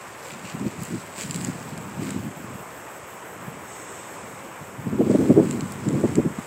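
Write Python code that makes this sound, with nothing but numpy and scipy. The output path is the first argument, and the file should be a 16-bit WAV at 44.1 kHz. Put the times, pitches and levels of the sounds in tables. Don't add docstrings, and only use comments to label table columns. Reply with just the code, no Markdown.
import sys
import numpy as np
from scipy import signal
from scipy.fft import rfft, irfft, next_fast_len
from scipy.io import wavfile
from scipy.ndimage import uniform_filter1d

SR = 44100
rng = np.random.default_rng(int(sys.argv[2]) if len(sys.argv) > 2 else 0)


def digitize_waveform(pressure):
    field = np.atleast_2d(pressure).T
    bounded = np.clip(field, -1, 1)
    quanta = np.round(bounded * 32767).astype(np.int16)
    wavfile.write(sys.argv[1], SR, quanta)


N = 284886
TIME_S = np.arange(N) / SR


def gain_of(db):
    return 10 ** (np.asarray(db) / 20)


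def unit_rms(x):
    return x / np.sqrt(np.mean(x ** 2) + 1e-20)


def follow(curve):
    return np.interp(TIME_S, *np.transpose(curve))


def add(mix, start_s, sound):
    part = mix[max(round(start_s * SR), 0):][:len(sound)]
    part += sound[:len(part)]


def coloured(x, spectrum):
    size = next_fast_len(len(x))
    hz = np.fft.rfftfreq(size, 1 / SR)
    knots_hz, knots_db = np.transpose(spectrum)
    response = unit_rms(gain_of(np.interp(np.log(hz + 1), np.log(knots_hz), knots_db)))
    return irfft(rfft(x, size) * response, size)[:len(x)]


def wander(rate_hz):
    size = next_fast_len(N)
    hz = np.fft.rfftfreq(size, 1 / SR)
    spectrum = rfft(rng.standard_normal(size)) / (1 + (hz / rate_hz) ** 4)
    return unit_rms(irfft(spectrum, size)[:N])


def patchy_noise(depth_db):
    bins = signal.stft(rng.standard_normal(N), nperseg=512)[2]
    patches = uniform_filter1d(rng.standard_normal(bins.shape), size=7, axis=0)
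    patches = unit_rms(uniform_filter1d(patches, size=14, axis=1))
    return unit_rms(signal.istft(bins * gain_of(depth_db * patches), nperseg=512)[1][:N])


def swell(peak_s, width_s, peak_db, steepness):
    t = TIME_S[::32]
    power = gain_of(peak_db) ** 2 / (1 + abs(2 * (t - peak_s) / width_s) ** steepness)
    return np.interp(TIME_S, t, power)


# f/Hz, level/dB
FIELD_SPECTRUM = [(1000, -27), (4500, -9), (8000, -6), (10000, -3), (11500, -1), (12800, 3), (14000, 1),
                  (16000, -8)]


def field_hiss(level_db=-59, patchy_db=3.5):
    return gain_of(level_db) * coloured(patchy_noise(patchy_db), FIELD_SPECTRUM)


# f/Hz, level/dB
TYRE_SPECTRUM = [(25, 0), (55, 4), (110, -2), (220, -6), (350, 2), (550, 2.5), (730, 0.5), (1020, 2.5),
                 (1500, -2.5), (2400, -7.5), (3200, -15), (4300, -26.5), (8000, -21.5), (16000, -41)]
# t/s, relative level/dB
TRAFFIC_ENVELOPE = [(0.0, -46), (2.7, -46), (4.25, -45), (4.8, -46.8), (5.25, -45), (6.46, -44.5)]


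def traffic(gain_db=6, patchy_db=0.96):
    tyres = coloured(patchy_noise(patchy_db), TYRE_SPECTRUM)
    return gain_of(follow(TRAFFIC_ENVELOPE) + gain_db) * tyres


# f/Hz, level/dB
CHORUS_SPECTRUM = [(2500, -32), (3600, -2.5), (4100, -32), (4900, -33), (5400, 1), (5900, -15), (6400, 1.5),
                   (7100, -1.5), (8400, 1.5), (9300, -31), (11000, -39)]
# t/s, relative level/dB
CHORUS_ENVELOPE = [(0, -62), (1.0, -58.5), (2.95, -56.5), (3.6, -58.5), (5.0, -60), (6.46, -54.5)]


def insects(gain_db=-1, flutter_db=0.5, flutter_hz=70,
            surge_s=3.61, surge_db=-49.5, rise_s=0.11, hold_s=0.16, fade_db_per_s=15.5):
    t = TIME_S - surge_s
    fade_db = fade_db_per_s * np.maximum(t - rise_s - hold_s, 0)
    surge = np.clip(t / rise_s, 0, 1) * gain_of(surge_db - fade_db)
    envelope = gain_of(gain_db) * np.hypot(gain_of(follow(CHORUS_ENVELOPE)), surge)
    flutter = gain_of(flutter_db * wander(flutter_hz))
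    return envelope * flutter * coloured(rng.standard_normal(N), CHORUS_SPECTRUM)


# f/Hz, level/dB
WING_SPECTRUM = [(8500, -29), (10500, -8), (11300, -4), (11900, -7), (12700, 0), (13600, 0), (14300, -3),
                 (15000, -1), (16000, -3.5)]
# t/s, rate/Hz
CHIRP_PACE = [(0, 5.05), (1.6, 5.05), (2.5, 5.65), (3.6, 5.75), (3.88, 6.45), (4.5, 5.35), (6.46, 5.29)]
# t/s, level/dB
CRICKET_ENVELOPE = [(0, -63), (1.1, -64), (1.8, -56.5), (2.6, -54), (3.4, -54), (3.9, -58.5), (5.1, -59),
                    (5.8, -63), (6.46, -63)]


def bush_cricket(first_s=0.275, chirp_s=0.125, stroke_hz=64, stroke_db=3.0):
    chirps, t = np.zeros(N), np.arange(round(chirp_s * SR)) / SR
    rasp = coloured(rng.standard_normal(N), WING_SPECTRUM)
    count = np.ceil(np.cumsum(follow(CHIRP_PACE) * (TIME_S > first_s)) / SR)
    centres_s = TIME_S[1:][np.diff(count) > 0]
    for centre_s in centres_s:
        detune, phase = rng.uniform(-1, 1, 2)
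        cycles = stroke_hz * (1 + 0.06 * detune) * t + phase
        strokes = unit_rms(gain_of(stroke_db * np.cos(2 * np.pi * cycles)))
        add(chirps, centre_s - chirp_s / 2, strokes * signal.windows.tukey(len(t), 0.4))
    return gain_of(follow(CRICKET_ENVELOPE)) * chirps * rasp


# f/Hz, level/dB
GRASS_SPECTRUM = [(500, -46), (1500, 5), (2300, 9), (3500, 2), (5000, 3), (6000, 0.5), (7300, 5.5),
                  (8800, 1), (10200, -6), (11500, -11), (16000, -6)]
# t/s, relative level/dB
STIR_ENVELOPE = [(0, -56), (1.0, -54.5), (2.4, -58.5), (3.3, -63.5), (4.0, -57), (4.8, -63), (5.4, -57),
                 (6.46, -67)]
# peak t/s, width/s, relative level/dB, treble/dB
CLUMP_SWISHES = [(0.286, 0.1, -49, -5), (0.483, 0.074, -46, -11), (0.698, 0.19, -56.5, -10),
                 (0.833, 0.073, -52.5, 4.5), (0.96, 0.12, -53, 0), (1.209, 0.063, -44, 1.5),
                 (1.375, 0.25, -50, 3.5), (1.56, 0.28, -61, 4), (2.078, 0.13, -47.5, -4),
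                 (5.204, 0.22, -51, -0.5), (5.497, 0.15, -52.5, 2), (5.685, 0.13, -56, 4.5),
                 (6.014, 0.33, -54, -0.5), (6.413, 0.1, -55.5, 0)]


def grass_rustle(gain_db=5, slips_per_s=1100, spread_db=4, slip_s=0.00044, smooth_share=0.39,
                 patchy_db=1.37, split_hz=6500, stir_treble_db=-3.5):
    onsets = rng.random(N) < slips_per_s / SR
    slips = onsets * gain_of(spread_db * np.minimum(rng.exponential(1, N), 3.5))
    slip_power = signal.lfilter([1], [1, -np.exp(-2 / (slip_s * SR))], slips ** 2)
    grain = np.sqrt(smooth_share + (1 - smooth_share) * slip_power / slip_power.mean())
    swish = coloured(grain * patchy_noise(patchy_db), GRASS_SPECTRUM)
    treble = signal.sosfiltfilt(signal.butter(2, split_hz, "high", fs=SR, output="sos"), swish)
    body = swish - treble
    body_power = gain_of(follow(STIR_ENVELOPE)) ** 2
    treble_power = body_power * gain_of(stir_treble_db) ** 2
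    for peak_s, width_s, level_db, treble_db in CLUMP_SWISHES:
        brush_power = swell(peak_s, width_s, level_db, steepness=5.6)
        body_power += brush_power
        treble_power += brush_power * gain_of(treble_db) ** 2
    return gain_of(gain_db) * (np.sqrt(body_power) * body + np.sqrt(treble_power) * treble)


# f/Hz, level/dB
CRACK_SPECTRUM = [(900, -30), (1700, -13), (2300, 10), (3500, -1.5), (5000, 3), (6000, -6.5), (7300, 6),
                  (8700, -9), (10200, -6), (11500, -16), (16000, -21)]
# t/s, relative level/dB, tilt/(dB/octave)
BLADE_SNAPS = [(0.307, -25, -9), (0.337, -26, -11), (0.681, -33, -2), (0.824, -29, 13), (0.834, -20.5, 18),
               (0.852, -28, 11), (1.2104, -19.5, 2.5), (1.2234, -24, -1), (1.235, -23.5, 2),
               (1.297, -30, 1), (1.3094, -16, 2.5), (1.3445, -18, 0.5), (1.36, -19.5, 4), (1.412, -26, 3),
               (1.448, -20.5, 6), (1.7768, -27.5, 6), (2.106, -22, 5), (5.51, -22.5, 2), (5.608, -22.5, -3),
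               (5.721, -23.5, 9), (5.8875, -26, 2), (6.155, -20.5, 1.5)]


def blade_ticks(gain_db=-7, rise_s=0.00054, scrape_db=-20, scrape_s=0.005, pivot_hz=6000):
    out, t = np.zeros(N), np.arange(SR // 30) / SR
    crack = t / rise_s * np.exp(1 - t / rise_s)
    scrape = gain_of(scrape_db) * np.exp(-t / scrape_s)
    for start_s, level_db, tilt in BLADE_SNAPS:
        spectrum = [(hz, db + tilt * np.log2(hz / pivot_hz)) for hz, db in CRACK_SPECTRUM]
        noise = coloured(rng.standard_normal(len(t)), spectrum)
        add(out, start_s, gain_of(level_db + gain_db) * (crack + scrape) * noise)
    return out


# t/s, relative level/dB
EDDY_HITS = [(0.542, -19.5), (0.656, -14.5), (0.809, -18), (1.478, -18), (2.154, -20), (2.259, -20),
             (3.47, -24), (4.606, -25.5), (4.785, -28), (4.86, -13), (4.925, -10.5), (4.996, -5),
             (5.092, -5.5), (5.141, -7.5), (5.3, -0.5), (5.368, -1.5), (5.391, -4), (5.944, -11),
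             (6.033, -3.5), (6.178, -5), (6.248, -12), (6.38, -19)]


def eddy_thumps(gain_db=-2, base_hz=320, db_per_octave=26, sigma_cycles=0.46, rise_s=0.00942):
    out, t = np.zeros(N), np.arange(SR // 25) / SR - rise_s
    for start_s, level_db in EDDY_HITS:
        cycles = t * base_hz * 2 ** (level_db / db_per_octave)
        envelope = np.exp(-0.5 * (cycles / sigma_cycles) ** 2)
        swing = np.cos(2 * np.pi * (cycles + rng.random()))
        add(out, start_s, gain_of(level_db + gain_db) * envelope * swing)
    return out


# peak t/s, width/s, level/dB
WIND_GUSTS = [(0.407, 0.16, -44), (0.637, 0.074, -28), (0.77, 0.07, -34.5), (0.942, 0.055, -26),
              (1.259, 0.042, -32.5), (1.414, 0.22, -33.5), (1.723, 0.68, -37.5), (2.052, 0.12, -27),
              (2.217, 0.12, -32.5), (2.47, 0.17, -37.5), (3.5, 0.18, -41), (4.33, 0.35, -47.5),
              (5.162, 0.28, -20), (5.399, 0.07, -16), (5.55, 0.16, -26.5), (5.974, 0.23, -23),
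              (6.206, 0.15, -27.5)]


def airflow_db(breeze_db=-54, steepness=5.23, wake_db=-11.5, wake_s=0.022, wake_lag_s=0.012):
    gusts = sum(swell(peak_s, width_s, db, steepness) for peak_s, width_s, db in WIND_GUSTS)
    wakes = sum(swell(hit_s + wake_lag_s, wake_s, db + wake_db, steepness) for hit_s, db in EDDY_HITS)
    return 10 * np.log10(gain_of(breeze_db) ** 2 + gusts + wakes)


def wind_buffet(low_hz=140, high_hz=270, reference_db=-27, db_per_octave=21, rolloff_order=3.82,
                lumps_db=2.5, lumps_hz=55):
    level_db = airflow_db()
    hz, frames_s, bins = signal.stft(rng.standard_normal(N), SR, nperseg=1024, noverlap=768)
    hz = hz[:, None]
    excess_db = np.clip(np.interp(frames_s, TIME_S, level_db) - reference_db, -6, 11)
    speed_ratio = 2 ** (excess_db / db_per_octave)
    highpass = hz ** 2 / np.hypot(hz ** 2, (low_hz * speed_ratio) ** 2)
    lowpass = 1 / np.hypot(1, (hz / (high_hz * speed_ratio)) ** rolloff_order)
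    band = highpass * lowpass
    band /= np.sqrt(np.mean(band ** 2, axis=0))
    rumble = signal.istft(bins * band, nperseg=1024, noverlap=768)[1][:N]
    lumps = gain_of(lumps_db * wander(lumps_hz))
    return gain_of(level_db) * unit_rms(rumble * lumps)


def scene():
    background = field_hiss() + traffic() + insects() + bush_cricket()
    grass = grass_rustle() + blade_ticks()
    wind = eddy_thumps() + wind_buffet()
    return (background + grass + wind)[None]


def record(dry, port_hz=7830, port_width_hz=720, port_db=7.5, low_cut_hz=88, band_limit_hz=15800):
    b, a = signal.iirpeak(port_hz, port_hz / port_width_hz, fs=SR)
    ringing = dry + (gain_of(port_db) - 1) * signal.lfilter(b, a, dry)
    trimmed = signal.sosfilt(signal.butter(4, low_cut_hz, "high", fs=SR, output="sos"), ringing)
    lowpass = signal.firwin(511, band_limit_hz, window=("kaiser", 9), fs=SR)
    return signal.oaconvolve(trimmed, lowpass[None], "same")


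dry = scene()
out = record(dry)
digitize_waveform(out)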